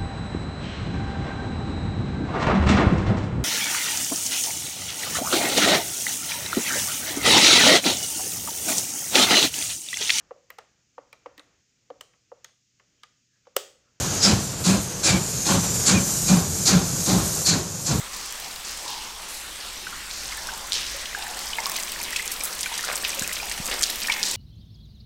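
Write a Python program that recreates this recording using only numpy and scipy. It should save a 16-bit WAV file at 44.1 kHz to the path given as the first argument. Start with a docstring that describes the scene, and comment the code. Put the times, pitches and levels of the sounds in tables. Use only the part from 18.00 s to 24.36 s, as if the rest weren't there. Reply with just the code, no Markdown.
"""Meltwater drips inside a rock tunnel. From the start a low rumble and the wash of far trickles, made of shaped
noise, lie under a patter of tiny noise bursts, small bubbles, fine spray and drops falling into a far pool.
Splashes of fading noise and ticking drops join in, then ringing bubbles plink in puddles; the rock echoes them.
As the microphone turns down towards the wet floor, the floor sounds dip, then grow closer and brighter, with
more strong drips. Late on come two gritty crunches and two soft knocks."""
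import sys
import numpy as np
from scipy import signal
from scipy.fft import rfft, irfft
from scipy.io import wavfile
from scipy.ndimage import uniform_filter1d

SR = 44100
rng = np.random.default_rng(int(sys.argv[2]) if len(sys.argv) > 2 else 0)


def store_pcm(level_fs):
    """Save levels as 16-bit WAV."""
    pcm = np.round(np.clip(level_fs, -1, 1) * 32767).astype(np.int16)
    wavfile.write(sys.argv[1], SR, np.atleast_2d(pcm).T)


N = 280476
TIME = np.arange(N) / SR


def amp(db):
    """Turns decibels into a gain."""
    return 10 ** (np.asarray(db) / 20)


def evened(x):
    """Scales a sound to an average (rms) strength of 1."""
    return x / np.sqrt(np.mean(x ** 2) + 1e-20)


def read(points, hz):
    """Reads a table at any frequency, with straight lines between points on a log-frequency axis."""
    f, value = np.transpose(points)
    return np.interp(np.log(hz + 1), np.log(f + 1), value)


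def follow(rows):
    """Reads a table of levels over time at every sample."""
    time_s, level = np.transpose(rows)
    return np.interp(TIME, time_s, level)


def add(mix, s, sound):
    """Mixes a sound in at time s, cutting it off at the end of the mix."""
    part = mix[max(0, round(s * SR)):][:len(sound)]
    part += sound[:len(part)]


def coloured(x, points):
    """Filters x by a table of levels over frequency, then evens it to rms 1."""
    gain = amp(read(points, np.fft.rfftfreq(len(x), 1 / SR)))
    return evened(irfft(rfft(x) * gain, len(x)))


def band(x, hz, octaves):
    """Keeps a round-topped band of pitches about hz, at rms 1; works on one sound or on rows of sounds."""
    size = x.shape[-1]
    away = np.log2((np.fft.rfftfreq(size, 1 / SR) + 1) / hz) / octaves
    y = irfft(rfft(x) / np.sqrt(1 + (away ** 2 / 2) ** 3), size)
    return y / np.sqrt(np.mean(y ** 2, axis=-1, keepdims=True) + 1e-20)


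def droplets(size, per_s, spread_db):
    """Random clicks of either sign, most small and a few large."""
    chance = rng.random(size)
    large = np.minimum(rng.exponential(1, size), 4)
    return (chance < per_s / SR) * amp(spread_db * large) * rng.choice([-1, 1], size)


# how near the water is, as the level of its steady fizz: (time [s], level [dB])
NEARNESS = [(0.0, -38.5), (0.85, -38), (1.1, -40), (2.07, -38.5), (2.2, -35.5), (2.91, -38), (3.26, -38),
            (3.67, -34), (4.71, -35), (4.99, -32.5), (5.56, -34), (5.77, -32.5), (6.11, -34), (6.36, -34)]
CLOSE_DB = -33  # nearness at which the layers that use it have their own levels


def approach(level_db, growth):
    """Gain of a layer that grows as the microphone nears the water, by growth dB per dB of nearness."""
    return amp(level_db + growth * (follow(NEARNESS) - CLOSE_DB))


# colour of the far trickles: (frequency [Hz], relative level [dB per Hz])
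WASH_COLOUR = [(53, -37), (90, -6.5), (127, -6.5), (690, -2), (1110, 1.5), (1570, 0), (5900, -1.5),
               (8350, -4), (10600, -10), (13200, -12.5), (15000, -17), (16000, -26)]


def wash(level_db=-35.5, patchy_db=2.0, growth=0.32):
    """Far trickles blurred by the tunnel: hiss that swells in patches of pitch and time."""
    z = signal.stft(rng.standard_normal(N), nperseg=512)[2]
    patches = rng.standard_normal(z.shape)
    patches = uniform_filter1d(patches, size=7, axis=0)  # smooth over pitch
    patches = evened(uniform_filter1d(patches, size=14, axis=1))  # smooth over time
    hiss = signal.istft(z * amp(patchy_db * patches), nperseg=512)[1][:N]
    return coloured(hiss, WASH_COLOUR) * approach(level_db, growth)


# colour of the tunnel's rumble: (frequency [Hz], relative level [dB per Hz])
RUMBLE_COLOUR = [(10, 1.5), (25, -2.5), (38, 1.5), (51, -0.5), (56, 4.5), (62, -3.5), (69, -11),
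                 (90, -18.5), (170, -19), (198, -16.5), (230, -19), (500, -45)]
# its loudness: (time [s], level [dB])
RUMBLE_LEVEL = [(0, -51), (1.4, -51), (2.6, -46), (3.6, -49.5), (4.8, -51), (5.6, -45.5), (6.36, -49.5)]


def rumble():
    """The tunnel's low rumble: deep noise that slowly rises and falls in level."""
    return coloured(rng.standard_normal(N), RUMBLE_COLOUR) * amp(follow(RUMBLE_LEVEL))


# colour of the small drops: (frequency [Hz], relative level [dB per Hz])
PATTER_COLOUR = [(1000, -38), (2000, -0.5), (3200, 0), (5500, 6), (7000, 1), (8400, 7.5), (9800, -5.5),
                 (13000, -1.5), (16000, -10)]


def patter(level_db=-35.5, count=3600, spread_db=6.5, break_s=0.0024, octaves=0.36, growth=1.86):
    """Countless small drops of many pitches; each snaps and breaks up within a few milliseconds."""
    t, out = np.arange(640) / SR, np.zeros(N)
    when, pitch, length, large = rng.random((count, 4)).T[:, :, None]
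    hz = 2200 * (14000 / 2200) ** pitch
    fade = np.exp(-t / (break_s * (0.92 + length)))  # 0.92 to 1.92 times break_s
    drops = band(rng.standard_normal((count, len(t))), hz, octaves) * fade
    sizes = amp(spread_db * np.minimum(-np.log(large), 3.7))  # most are small, a few large
    drops *= sizes * np.sqrt(hz) / np.linalg.norm(drops, axis=1, keepdims=True)
    for s, drop in zip(when[:, 0] * N / SR, drops):
        add(out, s, drop)
    return coloured(out, PATTER_COLOUR) * approach(level_db, growth)


# the wet floor coming into line with the microphone: (time [s], level [dB] before each layer's own level_db)
FLOOR_LEVEL = [(0, -48), (2.0, -57.5), (3.3, -46), (3.7, -40.5), (4.4, -44.5), (5.4, -41), (6.36, -37)]


def floor_gain(level_db):
    """Gain of a layer that comes from the wet floor."""
    return amp(follow(FLOOR_LEVEL) + level_db)


# colour of the water's dull body: (frequency [Hz], relative level [dB per Hz])
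HOLLOW_COLOUR = [(80, -22), (150, -11), (198, 2), (250, -5.5), (400, -3.5), (600, -2.5), (1100, -17)]


def hollow(level_db=-7):
    """The dull body of the running water: noise coloured by a resonance of the tunnel."""
    return coloured(rng.standard_normal(N), HOLLOW_COLOUR) * floor_gain(level_db)


def bubble(hz, ring_s, rise=0.02, onset_cycles=0.93, scatter=0.32):
    """A trapped bubble swells, rings and rises in pitch; nearby rock roughens the ring."""
    t = np.arange(4096) / SR
    turns = np.cumsum(hz * (1 + rise * np.tanh(t / ring_s - 1))) / SR
    shape = (1 - np.exp(-(turns / onset_cycles) ** 2)) * np.exp(-t / ring_s)
    rough = scatter * band(rng.standard_normal(len(t)), hz, 0.26)
    return (np.sin(2 * np.pi * turns) + rough) * shape / shape.max()


def gurgle(level_db=-1, per_s=130, spread_db=3.4, ring_cycles=5):
    """Small bubbles popping at random in the puddles, each at one of 24 pitches."""
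    pitches = np.geomspace(1800, 3800, num=24)
    out = np.zeros(N)
    for hz in pitches:
        pops = droplets(N, per_s / len(pitches), spread_db)
        out += signal.oaconvolve(pops, bubble(hz, ring_cycles / hz))[:N]
    return evened(out) * floor_gain(level_db)


def spray(level_db=-1, per_s=75, spread_db=6.5, centre_hz=10500, octaves=1.0, break_s=0.002, snap=1.8):
    """Fine droplets flung off the floor spit close by: a bright snap and a very short fizz each."""
    t = np.arange(512) / SR
    snap_s = .0003
    shape = np.exp(-t / break_s) + snap * np.exp(-t / snap_s)
    strength = signal.oaconvolve(abs(droplets(N, per_s, spread_db)), shape)[:N]
    spits = strength * rng.standard_normal(N)
    return band(spits, centre_hz, octaves) * floor_gain(level_db)


# how long the rock walls ring: (frequency [Hz], time to fade by 60 dB [s])
TUNNEL_FADE = [(200, 0.73), (900, 0.99), (2500, 0.55), (6000, 0.22), (14000, 0.94)]


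def tunnel(x):
    """Diffuse echo of the rock walls: a noise tail that builds up, then fades at its own rate for each pitch."""
    hz, t, z = signal.stft(rng.standard_normal(SR), SR, nperseg=256)
    fade = amp(-60 * t / read(TUNNEL_FADE, hz)[:, None])
    tail = signal.istft(z * fade, SR, nperseg=256)[1]
    tail *= 1 - np.exp(-np.arange(len(tail)) / SR / 0.033)  # build-up time constant 33 ms
    return signal.fftconvolve(x, tail / np.linalg.norm(tail))[:N]


def shower(hz, octaves, fade_s, rise_s=0.0028, grainy=1.3, blur=0.016):
    """Spray falls back as tiny droplets and melts into its own echo; slow-fading splashes swell more slowly."""
    t = np.arange(32768) / SR
    fall = rng.standard_normal(len(t)) + grainy * evened(droplets(len(t), 900, 2.4))
    swell = 1 - np.exp(-t / (rise_s + blur * fade_s))
    shape = swell * np.exp(-t / fade_s) * (1 - (t / t[-1]) ** 2)  # the last factor ends it in silence
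    return band(fall, hz, octaves) * shape / shape.max()


# drops into a far pool, heard only as the tunnel's ringing:
# (time [s], level [dB] before level_db, centre [Hz])
FAR_PLOPS = [(0.0, -44.5, 1140), (.38, -47.5, 800), (.84, -39.5, 930), (2.35, -45, 920), (3.16, -39, 825),
             (3.58, -44, 930), (4.665, -47, 890), (5.42, -44.5, 830), (6.09, -42, 913)]


def far_plops(level_db=-1, octaves=0.15, fade_s=0.36):
    """Drops into a distant pool arrive as a hollow, slowly fading ring of narrow noise."""
    out = np.zeros(N)
    for s, db, hz in FAR_PLOPS:
        add(out, s, amp(db + level_db) * shower(hz, octaves, fade_s))
    return out


# splashes heard as diffuse spray:
# (time [s], level [dB] before level_db, centre [Hz], fade time constant [s])
SPLASHES = [(.12, -35.5, 5570, 0.33), (.64, -35, 5530, 0.28), (.875, -34, 3950, 0.17),
            (1.288, -39, 8500, 0.22), (1.6, -40, 3570, 0.35), (1.93, -41, 1400, 0.1),
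            (2.1, -36.5, 5300, 0.45), (2.742, -25, 4140, 0.079), (2.749, -38, 2220, 0.28),
            (2.86, -34, 4870, 0.23), (3.4, -34, 6000, 0.11), (3.58, -41, 710, 0.25),
            (4.049, -36, 2580, 0.35), (4.441, -26.5, 10000, 0.021), (4.716, -34, 2630, 0.084),
            (5.06, -33, 2600, 0.063), (5.71, -26, 2870, 0.024), (5.838, -32, 4580, 0.1),
            (6.11, -35, 2360, 0.043), (6.245, -26.5, 5200, 0.13)]


def splashes(level_db=-1, octaves=0.35, narrowing=0.2):
    """Large drops burst into spray: brief and broad near by, long and narrow far off."""
    out = np.zeros(N)
    for s, db, hz, fade_s in SPLASHES:
        brevity = .2 / fade_s  # octaves is the width of a splash that fades in 0.2 s
        add(out, s, amp(db + level_db) * shower(hz, octaves * brevity ** narrowing, fade_s))
    return out


def lesser_drips(count=26, peak_db=-15, wet_db=-31.0, spread_db=3.5, centre_hz=6800, octaves=0.47, growth=1.6):
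    """Weaker drops fall at random all through, louder as the water nears; rows as in DRIPS."""
    when, hard, wet, pitch = rng.random((count, 4)).T
    s = (np.arange(count) + when) * N / SR / count  # one drop in each equal slice of time
    near_db = growth * (np.interp(s, TIME, follow(NEARNESS)) - CLOSE_DB)
    tick_level = peak_db + near_db + spread_db * (2 * hard - 1)
    splat_level = wet_db + near_db + spread_db * (2 * wet - 1)
    hz = centre_hz * 2 ** (octaves * (2 * pitch - 1))
    return list(zip(s, tick_level, hz, splat_level))


def tick(hz, cycles):
    """The pressure snap of a drop's impact: a few quickly fading cycles."""
    turns = hz * np.arange(256) / SR
    age = turns / cycles
    return age * np.exp(1 - age) * np.sin(2 * np.pi * turns)


# the loudest drops that hit stone close by:
# (time [s], tick level [dB] before tick_db, tick pitch [Hz], splat level [dB])
DRIPS = [(0.8798, -18, 4860, -31), (2.112, -14, 4200, -38), (2.4712, -13, 5670, -33),
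         (2.7213, -3, 3970, -24), (2.732, -3, 4800, -27), (2.741, -7, 4400, -29),
         (2.8665, -14.5, 4600, -34), (3.0569, -16, 3220, -31), (3.224, -17, 3870, -27.5),
         (3.391, -13.5, 4970, -36), (3.6578, -5, 4700, -29), (3.7618, -20, 4260, -22),
         (3.7984, -22, 5200, -25), (3.8343, -8, 6700, -31), (4.036, -13.5, 5700, -29.5),
         (4.1626, -24, 5640, -22), (4.278, -6, 6600, -34), (4.3173, -20, 7860, -21.5),
         (4.4368, -3.5, 10000, -25), (4.591, -13.5, 5430, -27.5), (4.609, -6, 7900, -28),
         (4.631, -7.5, 5130, -23), (4.778, -12, 5840, -22), (4.8092, -11, 6400, -39),
         (4.848, -10, 6300, -27), (4.956, -6.5, 7760, -35), (5.0489, -5.5, 3040, -25),
         (5.195, -3.5, 6800, -28), (5.2222, -9, 6600, -28), (5.3298, -15, 7200, -24),
         (5.3664, -21, 2700, -25.5), (5.514, -27, 3260, -23.5), (5.6575, -10, 7200, -27),
         (5.8244, -1.5, 6600, -29), (5.8299, -13, 5260, -14.5), (5.838, 2, 5300, -32),
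         (5.899, -12, 3950, -26.5), (6.0178, -15, 3560, -26.5), (6.071, -19, 7040, -25),
         (6.12, -7, 3500, -20), (6.1394, -11, 5200, -38), (6.23, -0.5, 5000, -22.5),
         (6.2355, -5, 4870, -25), (6.313, -7, 7500, -28)]


def drips(tick_db=-4, splat_s=0.0079, spread_s=0.00025, bounce_s=.0006):
    """Each drop snaps on the stone, a nearby wall throws back a weaker snap, then it spreads and breaks up."""
    out, t = np.zeros(N), np.arange(2048) / SR
    cycles, bounce = .85, .5
    for s, peak_db, hz, wet_db in list(DRIPS) + lesser_drips():
        size = amp(peak_db + tick_db)
        add(out, s, size * tick(hz, cycles))
        bounce_hz = hz * rng.uniform(0.78, 2.0)  # the bounced snap is mostly higher
        add(out, s + bounce_s, bounce * size * tick(bounce_hz, cycles))
        shape = (1 - np.exp(-t / spread_s)) * np.exp(-t / splat_s)
        add(out, s, amp(wet_db) * band(rng.standard_normal(len(t)), hz, 0.51) * shape)
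    return out


# the loudest drops that trap a bubble in a puddle:
# (time [s], level [dB] before level_db or impact_db, pitch [Hz])
PLINKS = [(1.868, -28.5, 1510), (1.926, -29.5, 1400), (2.324, -29.5, 2150), (2.377, -31, 1750),
          (2.488, -27.5, 1544), (2.527, -33.5, 906), (2.945, -36.5, 556), (3.148, -23.5, 1627),
          (3.533, -24.5, 3000), (3.584, -27.5, 908), (3.585, -22, 2120), (3.664, -26.5, 1120),
          (3.785, -28.5, 2050), (3.997, -33.5, 945), (4.128, -27.5, 1950), (4.161, -19, 2610),
          (4.195, -22, 2050), (4.409, -26, 2360), (4.659, -22.5, 2380), (4.662, -28.5, 1510),
          (4.716, -30, 925), (4.792, -26.5, 1845), (4.838, -28, 1426), (5.049, -20.5, 2550),
          (5.169, -33.5, 553), (5.222, -26.5, 1645), (5.244, -26, 2530), (5.4, -24.5, 2440),
          (5.427, -33.5, 825), (5.513, -30, 2010), (6.049, -26, 2400), (6.084, -21.5, 1830),
          (6.094, -29.5, 918), (6.099, -14.5, 2300), (6.107, -24, 2250)]
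RING_S, RING_SLOPE = 0.01, 0.84  # ring time constant [s] of a 1 kHz bubble; higher bubbles die sooner


def plinks(level_db=2.0, smear_octaves=0.11, impact_db=-14):
    """A wet slap and a ringing bubble. Returns the direct sound and the scattered sound for the tunnel echo."""
    direct, feed, t = np.zeros(N), np.zeros(N), np.arange(1024) / SR
    impact_s = 0.004
    for s, peak_db, hz in PLINKS:
        khz = hz / 1000
        ring = amp(peak_db + level_db) * bubble(hz, RING_S / khz ** RING_SLOPE)
        slap = band(rng.standard_normal(len(t)), 1.14 * hz, 1.0) * np.exp(-t / impact_s)
        add(direct, s, amp(peak_db + impact_db) * slap)
        add(direct, s, ring)
        add(feed, s, abs(ring) * band(rng.standard_normal(len(ring)), hz, smear_octaves))
    return direct, feed


# gritty crunches on the floor: (time [s], length [s], level [dB], centre [Hz], width [octaves])
CRUNCHES = [(4.857, 0.1, -30.5, 1110, 0.74), (5.638, 0.18, -34.5, 750, 1.3)]


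def crunches():
    """Short clusters of dull grit clicks, faded in and out."""
    out = np.zeros(N)
    for s, length, db, hz, octaves in CRUNCHES:
        grit = band(droplets(16384, 900, 3.3), hz, octaves)[:int(length * SR)]
        add(out, s, amp(db) * evened(grit) * signal.windows.tukey(len(grit), .6))
    return out


# soft low knocks: (time [s], peak level [dB], pitch [Hz])
KNOCKS = [(5.219, -25, 171), (5.603, -24.5, 158)]


def knocks():
    """Single dull pushes of pressure: a smooth bump with a dip on either side."""
    out = np.zeros(N)
    for s, db, hz in KNOCKS:
        u = (np.pi * hz * (TIME - s)) ** 2
        out += amp(db) * (1 - 2 * u) * np.exp(-u)
    return out


def scene():
    """Near water, its echo, and the far background."""
    near = patter() + gurgle() + spray() + drips() + crunches()
    bubbles, bubble_feed = plinks()
    echo = tunnel(amp(-8) * near + amp(-5.5) * bubble_feed)
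    far = wash() + rumble() + hollow() + far_plops() + splashes()
    return (near + bubbles + echo + far + knocks())[None]


EDGE_HZ = 15950  # top of the recorded band


def record(dry):
    """Clips at full scale, then removes what lies above the band edge."""
    lowpass = signal.firwin(511, EDGE_HZ, window=("kaiser", 9), fs=SR)
    return signal.oaconvolve(np.clip(dry, -1, 1), lowpass[None], "same")


dry = scene()
out = record(dry)
store_pcm(out)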